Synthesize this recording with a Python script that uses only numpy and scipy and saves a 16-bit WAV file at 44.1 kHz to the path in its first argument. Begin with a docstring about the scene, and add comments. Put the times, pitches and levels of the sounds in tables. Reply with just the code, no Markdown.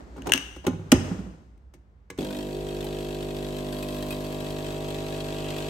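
"""Capsule coffee machine

On a wooden counter, at arm's length in a bare kitchen. A hand rubs the case, the lever drags and snaps
over its latch, the lid knocks shut and the plastic case rocks; a button clicks. Then the piston pump
strokes at mains rate, its hum and rattle changing as pressure builds. The valve hisses, spits air and
squeaks; bubbles sizzle as water reaches the grounds."""
import sys
import numpy as np
from scipy import signal
from scipy.fft import rfft, irfft
from scipy.io import wavfile

SR = 44100
rng = np.random.default_rng(int(sys.argv[2]) if len(sys.argv) > 2 else 0)


def to_wav(sig):
    """Store sig (one row per channel, or 1-D mono) as 16-bit WAV at the path in sys.argv[1].

    Samples outside -1..1 are clipped; the rate is SR.
    """
    pcm = np.clip(np.atleast_2d(sig), -1, 1) * 32767
    pcm = np.round(pcm).astype(np.int16)
    wavfile.write(sys.argv[1], SR, pcm.T)  # frames by channels


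N = 250929
T = np.arange(N) / SR


def undb(db):
    """Decibels to gain."""
    return 10 ** (np.asarray(db) / 20)


def unit(x):
    """Scale to rms 1."""
    return x / np.sqrt(np.mean(x ** 2))


def gain_at(points, hz):
    """Gain of a (frequency [Hz], level [dB]) spectrum at hz."""
    f, db = np.transpose(points)
    return undb(np.interp(np.log(np.maximum(hz, 1)), np.log(f), db))


def minimum_phase(log_gain):
    """Complex log spectrum of a causal filter, by cepstral folding."""
    cepstrum = irfft(log_gain)
    half = len(cepstrum) // 2
    cepstrum[1:half] *= 2
    cepstrum[half + 1:] = 0
    return rfft(cepstrum)


def convolve(x, response):
    """Convolve, keeping the length."""
    return signal.fftconvolve(np.atleast_2d(x), np.atleast_2d(response), axes=1)[:, :x.shape[-1]]


def colour(x, points):
    """Causal filter with the given spectrum."""
    log_gain = np.log(gain_at(points, np.fft.rfftfreq(4096, 1 / SR)))
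    return convolve(x, irfft(np.exp(minimum_phase(log_gain))))


def pan(db):
    """Stereo gains for a left-minus-right level."""
    return undb(np.array([[1], [-1]]) * db / 2)


def add(track, start_s, sound):
    """Mix a sound in at start_s."""
    i = max(int(start_s * SR), 0)
    track[:, i:i + sound.shape[-1]] += sound[..., :N - i]


def swell(t, peak):
    """Envelope rising to 1 at peak, then decaying."""
    return t / peak * np.exp(1 - t / peak)


def bump(centre_s, width_s):
    """Gaussian envelope."""
    return np.exp(-((T - centre_s) / width_s) ** 2)


def ringing(modes, t):
    """Impulse response of (frequency [Hz], width [Hz], level [dB]) modes."""
    return sum(undb(db) * np.exp(-np.pi * width_hz * t) * np.sin(2 * np.pi * hz * t)
               for hz, width_hz, db in modes)


def scatter(shape):
    """Normal draws clipped at two sigma."""
    return np.clip(rng.standard_normal(shape), -2, 2)


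def wander(t, rate_hz):
    """Complex random drift, linear between knots."""
    knots_s = np.arange(0, t[-1] + 1, 1 / rate_hz)
    return np.interp(t, knots_s, rng.standard_normal((len(knots_s), 2)) @ [1, 1j])


# stereo width: (frequency [Hz], side minus mid [dB])
WIDTH = [(100, -16), (380, -9), (700, -2), (1300, 2.5), (4400, -3.5), (12000, -1)]


def noise(count=N):
    """Stereo noise, narrow in the bass, wide in the treble."""
    mid, side = rng.standard_normal((2, count))
    width = gain_at(WIDTH, np.fft.rfftfreq(count, 1 / SR))
    spectrum = rfft(mid) + np.array([[1], [-1]]) * width * rfft(side)
    return irfft(spectrum / np.sqrt(1 + width ** 2), count)


# room tone: (frequency [Hz], level [dB])
KITCHEN_SPECTRUM = [(25, -13), (60, 1.5), (120, -2), (400, -14), (1500, -25), (3000, -36.5), (8000, -48.5),
                    (16000, -57)]


def kitchen_tone(level_db=-60.5):
    """Faint, steady low background."""
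    return unit(colour(noise(), KITCHEN_SPECTRUM)) * undb(level_db)


# low background hum: (frequency [Hz], level [dB])
BACKGROUND_HUM_SPECTRUM = [(25, -37.5), (40, -16), (55, 1.5), (66, 2), (85, -17), (200, -45.5), (600, -76)]


def background_hum(level_db=-47.5, fade_at_s=1.37, fade_db_per_s=12):
    """Low steady hum near 60 Hz, perhaps a fridge; begins to fade before the pump starts."""
    gain = undb(level_db - fade_db_per_s * np.maximum(T - fade_at_s, 0))
    return unit(colour(noise(), BACKGROUND_HUM_SPECTRUM)) * gain


# hand rubs: (peak time [s], level [dB])
RUBS = [(0, -49.5), (.27, -43.5), (1.079, -35.5)]
# skin on plastic: (frequency [Hz], level [dB])
RUB_SPECTRUM = [(50, -12.5), (150, -0.5), (300, 1.5), (700, -10.5), (1500, -15.5), (3000, -27.5),
                (7000, -31.5), (10000, -38), (16000, -53.5)]


def hand_rubs(rise_db_per_s=65.5, fall_db_per_s=63.5):
    """Skin rubs over the lid in a few strokes."""
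    rubbing = sum(undb(db - np.maximum((s - T) * rise_db_per_s, (T - s) * fall_db_per_s))
                  for s, db in RUBS)
    return unit(colour(noise(), RUB_SPECTRUM)) * rubbing


# lever drags: (time [s], length [s], level [dB])
SCRAPES = [(0, 0.027, -45), (0.16, 0.039, -44), (0.256, .06, -32), (.640, .02, -37)]
# sliding plastic: (frequency [Hz], level [dB])
SCRAPE_SPECTRUM = [(100, -13), (300, 4), (500, 2.5), (850, 2.5), (1400, -12), (3000, -19.5), (8000, -28),
                   (16000, -43)]


def lever_scrapes(slips_per_s=500, scatter_db=4):
    """The lever sticks and slips in its guide: dense, uneven ticks."""
    slips = (rng.random(N) < slips_per_s / SR) * undb(scatter_db * scatter(N))
    pressure = sum(undb(db) * np.sqrt(np.sin(np.pi * np.clip((T - s) / length_s, 0, 1)))
                   for s, length_s, db in SCRAPES)
    return unit(colour(slips * np.sign(noise()), SCRAPE_SPECTRUM)) * pressure


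# plastic case: (frequency [Hz], level [dB], T60 [s])
CASE_MODES = [(97.9, -17, 0.41), (133.9, -17, 0.36), (184.8, -14, 0.31), (273.8, -10.5, 0.17),
              (308.6, -11.5, 0.19), (368, -7.5, 0.18), (516.4, -9, 0.081), (587, -7, 0.033),
              (819, -1, 0.024), (1040, -7.5, 0.026), (1234, -10, 0.033), (1430, -7, 0.03),
              (2260, -18, 0.031)]
# plastic hitting plastic: (frequency [Hz], level [dB])
CRACK_SPECTRUM = [(200, -15.5), (700, 1.5), (1200, -2), (2100, 6.5), (3000, 4.5), (4500, -4.5), (5500, 0),
                  (6600, 3), (7500, -6.5), (8500, 2), (12000, -4.5), (16000, -14)]


def blow(thud_hz, contact_s, hardness_db, rise_s=0.0029):
    """A blow cracks at the contact, heaves a panel and rings the case."""
    t = T[:SR // 3]
    signs = np.sign(rng.standard_normal(len(CASE_MODES)))  # set by the spot struck
    ring = sum(sign * undb(db - 60 * t / t60_s) * np.sin(2 * np.pi * hz * t)
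               for sign, (hz, db, t60_s) in zip(signs, CASE_MODES))
    ring_db = 3 + 0.27 * hardness_db + 8 * np.log2(contact_s / 0.005)  # harder or longer rings more
    thud = swell(t, 2 * contact_s) ** 2 * np.sin(2 * np.pi * thud_hz * t)
    crack = unit(colour(noise(len(t)), CRACK_SPECTRUM)) * np.exp(-t / (0.84 * contact_s))
    onset = 1 - np.exp(-(t / rise_s) ** 2)
    return thud + (undb(ring_db) * ring + undb(hardness_db) * crack) * onset


# blows on the case: (time [s], level [dB], thud [Hz], contact [s], crack over thud [dB])
KNOCKS = [(.165, -42, 402, .005, -3), (.180, -34, 275, 0.0073, -17), (.268, -27.5, 399.5, .0065, 1),
          (.344, -26, 268, 0.0041, -0.5), (0.561, -40, 277, 0.0066, -1), (.665, -20, 373, 0.0054, 3),
          (.677, -19.5, 260.6, 0.0065, -17), (.917, -19, 597, 0.0031, 23), (0.9232, 0, 259, .0023, -9),
          (0.944, -18.5, 102, 0.0023, -17), (1.575, -63, 246.4, 0.0033, 7), (1.736, -61, 335, 0.011, 11.5),
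          (2.1, -42, 468, 0.006, 11), (2.175, -48, 365, 0.006, 9.5), (2.185, -22.5, 395, 0.0022, -4),
          (2.216, -31.5, 205, 0.0037, 1)]


def knocks():
    """Lever, lid, finger and pump start knock the case."""
    out = np.zeros((2, N))
    for s, db, thud_hz, contact_s, hardness_db in KNOCKS:
        add(out, s, undb(db) * blow(thud_hz, contact_s, hardness_db))
    return out


# latch clicks: (time [s], level [dB])
LATCH_CLICKS = [(0.22, -29.5), (0.294, -18.5), (0.3197, 2), (0.3354, 2), (0.352, -19.5), (0.358, -16.5),
                (0.3758, -12)]
# latch resonances: (frequency [Hz], width [Hz], level [dB])
LATCH_MODES = [(1660, 170, -8), (2550, 220, -5), (2778, 190, 0.5), (2880, 200, 3.5), (3080, 220, -6),
               (6250, 370, -1), (8320, 830, -4.5), (11700, 1400, -6.5), (15000, 1500, -16.5)]
# latch radiation: (frequency [Hz], left minus right [dB])
LATCH_PAN = [(1600, 3), (2900, 3), (6200, 0.5), (8300, -6), (12000, 1.5)]


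def latch(rise_s=0.0014, grit_peak_s=0.0017, grit_db=-14, ring_db=-4):
    """The sprung lever snaps over: stiff, well damped parts scrape and ring."""
    out, t = np.zeros((2, N)), T[:SR // 20]
    ring = sum(ringing([mode], t) * pan(np.interp(mode[0], *np.transpose(LATCH_PAN)))
               for mode in LATCH_MODES)
    ring *= 1 - np.exp(-(t / rise_s) ** 2)
    for s, db in LATCH_CLICKS:
        grit = unit(colour(noise(len(t)), CRACK_SPECTRUM)) * swell(t, grit_peak_s) ** 3
        add(out, s, undb(db) * (undb(ring_db) * ring + undb(grit_db) * grit))
    return out


# shoves: (time [s], level [dB], thud [Hz], first gap [s], loss per rock [dB])
SHOVES = [(0.729, -24.5, 162, 0.064, 5.5), (.962, -22, 266, .063, 11), (1.112, -20, 189, .075, 7)]


def rocking(rocks=5, gap_ratio=0.99):
    """The shoved machine drops from foot to foot, softer and slightly sooner each time."""
    out = np.zeros((2, N))
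    for s, db, thud_hz, gap_s, loss_db in SHOVES:
        for k in range(rocks):
            add(out, s, undb(db - k * loss_db) * blow(thud_hz, contact_s=0.0042, hardness_db=-33.5))
            s += gap_s * gap_ratio ** k
    return out


# button cap: (frequency [Hz], width [Hz], level [dB])
BUTTON_MODES = [(1130, 12, -17), (1700, 53, -6), (2076, 51, -0.5), (2250, 75, -3), (7570, 340, -2)]


def button(time_s=2.1025, level_db=-36.5):
    """The start button's hollow cap rings as it clicks home."""
    out = np.zeros((2, N))
    add(out, time_s, undb(level_db) * ringing(BUTTON_MODES, T[:SR // 10]))
    return out


def stroke_harmonics(levels):
    """Complex harmonics 1-31 of a stroke ringing the case, total rms 1."""
    harmonic, db = np.transpose(levels)
    k = np.arange(129)
    gain = undb(np.interp(k, harmonic, db) - np.clip(2 * (k - harmonic[-1]), 0, 20))
    # broad resonances set the phase; narrow dips only thin single harmonics
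    broad_power = np.convolve(gain ** 2, np.ones(5), "same")
    angle = minimum_phase(0.5 * np.log(broad_power)).imag
    lines = (gain * np.exp(1j * angle))[1:32]
    return lines / np.sqrt(np.sum(abs(lines) ** 2) / 2)


PUMP_START_S, STROKE_HZ = 2.1865, 50.05
# hum per load stage: (harmonic [multiple of stroke rate], level [dB])
PRIMING = [(1, -8), (2, -10), (3, -2), (4, 11), (5, 12), (6, 11), (7, 6.5), (8, -9), (9, -6), (10, 6),
           (11, 2), (12, -1), (13, 3.5), (14, -36), (15, -10), (16, -9), (17, -12), (18, -6.5)]
FILLING = [(1, -0.5), (2, -17), (3, 2), (4, -6.5), (5, -2), (6, -7.5), (7, 5.5), (8, 5.5), (9, -0.5),
           (10, -2), (11, -7.5), (12, -5.5), (13, -4), (14, -15.5), (15, -7.5), (16, -13.5), (17, -24),
           (18, -24), (19, -12.5), (20, -25), (21, -36)]
WETTING = [(1, -2), (2, -15), (3, 2.5), (4, -2), (5, 4), (6, -1.5), (7, 0), (8, -1), (9, -11), (10, -2),
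           (11, -29), (12, 1.5), (13, -3.5), (14, -7), (15, -18), (16, -14), (17, -16), (18, -27),
           (19, -18), (20, -10.5), (21, -10.5), (22, -40), (23, -17), (24, -32)]
PRESSING = [(1, -7), (2, -6.5), (3, 2), (4, -49), (5, -11.5), (6, -8), (7, -4), (8, 1.5), (9, 0.5),
            (10, -12), (11, -4.5), (12, -8), (13, -1.5), (14, -48), (15, -11.5), (16, -6), (17, -33),
            (18, -40), (19, -11.5), (20, -42), (21, -25), (22, -24), (23, -17), (24, -27.5)]


def pump_hum(cycles, load, level_db=-31.5, waver=0.054, waver_hz=4, stutter=0.55, settle_s=0.3,
             panel_hz=280, panel_width_hz=65, lag_s=0.001, smear_per_khz=1.5, spread_rad=0.48):
    """The piston shakes the case once per mains cycle; load reshapes the harmonics."""
    fade_in = np.clip(cycles * 10, 0, 1)
    step = 10  # low frequencies only: run at SR / step
    t, cycles, load = T[::step], cycles[::step], load[::step]
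    unsettled = stutter * np.exp(-cycles / STROKE_HZ / settle_s)  # first strokes, on trapped air
    spectra = [stroke_harmonics(stage) for stage in (PRIMING, FILLING, WETTING, PRESSING)]
    stages, out = np.arange(len(spectra)), 0
    for k, by_stage in enumerate(np.transpose(spectra), 1):
        hz = k * STROKE_HZ
        gain = np.interp(load, stages, abs(by_stage))
        angle = np.interp(load, stages, np.unwrap(np.angle(by_stage)))
        # the side panel stores each blow and returns it late
        angle -= 2 * np.arctan((hz - panel_hz) / panel_width_hz) + 2 * np.pi * hz * lag_s
        # standing waves scramble the upper harmonics and differ left to right
        angle += smear_per_khz * hz / 1000 * rng.uniform(-np.pi / 2, np.pi / 2)
        stereo_angle = spread_rad * gain_at(WIDTH, hz) * (-1) ** k * np.array([[1], [-1]])
        drift = 1 + waver * wander(t, waver_hz) + unsettled * wander(t, STROKE_HZ / 2)
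        out += (gain * drift * np.exp(1j * (2 * np.pi * k * cycles + angle + stereo_angle))).real
    return signal.resample_poly(out, step, 1, axis=1)[:, :N] * undb(level_db) * fade_in


def piston_impacts(number, phase, load, attack_cycles=0.06, decay_cycles=0.51, return_cycles=0.72,
                   return_db=-10, scatter_db=2.5):
    """Stroke force, envelope of the strike on the stop, envelope of the return clack under load."""
    force, return_force = undb(scatter_db * scatter((number[-1] + 1, 2)))[number].T
    strike = force * np.exp(-phase / decay_cycles) * (1 - np.exp(-phase / attack_cycles))
    clack = return_force * undb(return_db) * load / 2 * swell((phase - return_cycles) % 1, 0.1)
    return force, strike, clack


# pipes and panels: (frequency [Hz], width before width_scale [Hz], level [dB])
PIPE_MODES = [(1633, 83, -2.5), (1912, 63, -6), (2570, 110, 0.5), (3207, 140, 5.5), (3473, 220, 6),
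              (3900, 175, 5.5), (4400, 175, 2.5), (5480, 960, 16)]


def pipe_pings(number, phase, detune=0.02, scatter_db=2.7, rise_s=0.0027, width_scale=0.24):
    """Each stroke rings pipes and panels afresh, varying in pitch and strength."""
    t, out = phase / STROKE_HZ, 0
    window = (1 - np.exp(-(t / rise_s) ** 2)) * (1 - phase ** 4)
    for hz, width_hz, db in PIPE_MODES:
        pitch, size, left, right = scatter((number[-1] + 1, 4))[number].T
        envelope = window * np.exp(-np.pi * width_scale * width_hz * t)
        angle = 2 * np.pi * hz * (1 + detune * pitch) * t + np.array([left, right])
        out += undb(db + scatter_db * size) * envelope * np.sin(angle)
    return out


# piston rattle: (frequency [Hz], level [dB])
RATTLE_SPECTRUM = [(150, 9), (400, 12.5), (800, 5.5), (1100, 2.5), (1300, 1.5), (1650, -4), (2300, -1.5),
                   (2650, 2.5), (3300, -3), (4400, -4.5), (5200, -8.5), (8500, -6.5), (16000, -60)]


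def piston_rattle(number, phase, force, impacts, steady=0.25, repeat_share=0.36, ping_db=-7):
    """Impacts clatter and ping; part of the clatter repeats on every stroke."""
    running = T > PUMP_START_S
    period = int(SR / STROKE_HZ)
    repeated = noise(period + 1)[:, (phase * period).astype(int)]
    grain = np.sqrt(repeat_share) * repeated + np.sqrt(1 - repeat_share) * noise()
    clatter = unit(colour(grain * (steady + impacts) * running, RATTLE_SPECTRUM))
    pings = unit(pipe_pings(number, phase) * force * running)
    return unit(clatter + undb(ping_db) * pings)


# water in the valve: (frequency [Hz], level [dB])
HISS_SPECTRUM = [(1000, 7), (4000, 8), (6500, -2.5), (8500, 8.5), (11600, 10), (16000, -2.5)]


def valve_hiss(strike, clack, steady=0.72, gush_at_s=4, gush_width_s=0.41, gush_db=4.5):
    """Water pulses through the valve, swelling as it forces into the capsule."""
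    flow = (steady + 2 * strike ** 2 + clack) * (T > PUMP_START_S)
    gush = undb(gush_db * bump(gush_at_s, gush_width_s))
    return unit(colour(noise() * flow, HISS_SPECTRUM)) * gush


# air pockets: (time [s], level [dB], ring [Hz])
SPITS = [(2.303, -37.5, 1500), (2.844, -33, 847), (3.828, -32, 2520), (3.845, -43, 3570),
         (4.106, -27.5, 2520), (4.121, -36.5, 2470), (5.582, -35, 3450)]


def valve_spits(ring_peak_s=0.0038, tick_decay_s=0.0089, tick_db=-5):
    """Air pockets tick through the valve and ring the pipe."""
    out, t = np.zeros((2, N)), T[:SR // 20]
    for s, db, hz in SPITS:
        tick = unit(colour(noise(len(t)), HISS_SPECTRUM)) * np.exp(-t / tick_decay_s)
        ring = 0.5 * swell(t, ring_peak_s) * np.sin(2 * np.pi * hz * t)
        add(out, s, undb(db) * (ring + undb(tick_db) * tick))
    return out


# squeaky spells: (centre time [s], half width [s], pitch [Hz], level [dB])
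SQUEAKS = [(3.452, 0.32, 3040, -57), (5.45, 0.23, 2770, -47)]


def valve_squeaks(cycles, open_cycles=0.27, width_cycles=0.096, glide=0.095, detune=0.026, scatter_db=4):
    """The valve gives a tiny rising chirp as it opens in each stroke."""
    number, phase, out = cycles.astype(int), cycles % 1 - open_cycles, 0
    for s, width_s, hz, db in SQUEAKS:
        pitch, size = scatter((number[-1] + 1, 2))[number].T
        turns = hz / STROKE_HZ * (1 + detune * pitch) * (phase + glide * phase ** 2 / 2)
        chirp = np.exp(-(phase / width_cycles) ** 2) * np.sin(2 * np.pi * turns)
        out += chirp * undb(db + scatter_db * size) * bump(s, width_s)
    return out * (cycles > 0)


# pump load: (time [s], stage [0 priming, 1 filling, 2 wetting, 3 pressing])
PUMP_LOAD = [(2.18, 0.78), (2.36, 0.15), (2.6, 1.18), (3.3, 1.28), (3.8, 1.89), (4.25, 2.24), (4.7, 2.57)]


def pump(build_s=3.5, lead_cycles=0.04, rattle_db=-44, rattle_rise_db=4, hiss_db=-53.5, hiss_rise_db=2):
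    """One piston drives hum, rattle, hiss and squeaks; rattle and hiss grow with pressure."""
    age_s = np.maximum(T - PUMP_START_S, 0)
    cycles = age_s * STROKE_HZ
    pressure = (age_s / build_s) ** 2
    load = np.interp(T, *np.transpose(PUMP_LOAD))
    hum = pump_hum(cycles, load)
    number, phase = (cycles + lead_cycles).astype(int), (cycles + lead_cycles) % 1
    force, strike, clack = piston_impacts(number, phase, load)
    rattle = piston_rattle(number, phase, force, strike + clack)
    rattle *= undb(rattle_db + rattle_rise_db * pressure)
    hiss = valve_hiss(strike, clack) * undb(hiss_db + hiss_rise_db * pressure)
    return hum + rattle + hiss + valve_squeaks(cycles)


def sizzle(start_s=5.22, level_db=-43, spread_db=14, low_hz=2284, high_hz=3220, peak_s=0.0012):
    """Water reaches the grounds: a growing crowd of tiny ringing bubbles."""
    out, t = np.zeros((2, N)), T[:SR // 50]
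    for when, pitch, faintness, side in rng.random((400, 4)):
        hz = low_hz + pitch * (high_hz - low_hz)
        bubble = swell(t, peak_s) * np.sin(2 * np.pi * hz * t)
        s = start_s + np.sqrt(when)
        if s < T[-1]:
            add(out, s, undb(level_db - spread_db * faintness) * pan(spread_db * (side - 0.5)) * bubble)
    return out


def room(x, t60_s=0.76, tail_db=-11, early_db=-10, early_decay_s=0.022):
    """Early echoes off counter and wall, then the kitchen's tail."""
    t = T[:SR]
    onset = np.clip((t - 0.003) / 0.00047, 0, 1)
    tail = unit(noise(len(t)) * onset * undb(-60 * t / t60_s))
    early = unit(noise(len(t)) * onset * np.exp(-t / early_decay_s))
    response = (undb(tail_db) * tail + undb(early_db) * early) / np.sqrt(len(t))
    # (frequency [Hz], level [dB])
    spectrum = [(80, 9.5), (250, -2.5), (800, 3), (2800, -1), (7000, -2), (12000, -12), (16000, -9)]
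    return convolve(x, colour(response, spectrum))


def scene():
    """Transients with room echo; pump, hand and background dry."""
    pumping = pump()
    hits = latch() + knocks() + rocking() + lever_scrapes() + button() + valve_spits() + sizzle()
    return kitchen_tone() + hits + room(hits) + pumping + hand_rubs() + background_hum()


# microphone ports, deep bass cut and top-octave ripple: (frequency [Hz], gain [dB])
PORT_RESPONSE = [(25, -10.5), (45, -0.5), (9000, 0), (10200, -28.5), (11400, 4), (12600, -2.5),
                 (13900, -12), (15200, 2)]
# port imbalance: (frequency [Hz], left minus right [dB])
PORT_BALANCE = [(100, -2), (200, -3.5), (380, 0.5), (700, 1), (1300, 3.5), (2400, 1.5), (4400, 5),
                (8000, -1.5), (14000, 0)]


def record(dry, cutoff_hz=15900):
    """Two microphone ports colour the sound; then soft clip and low-pass."""
    hz = np.fft.rfftfreq(N, 1 / SR)
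    balance = gain_at(PORT_BALANCE, hz) ** np.array([[0.5], [-0.5]])
    coloured = irfft(rfft(dry) * gain_at(PORT_RESPONSE, hz) * balance, N)
    clipped = coloured / (1 + coloured ** 6) ** (1 / 6)
    return signal.sosfilt(signal.ellip(8, 0.2, 70, cutoff_hz, fs=SR, output="sos"), clipped)


dry = scene()
out = record(dry)
to_wav(out)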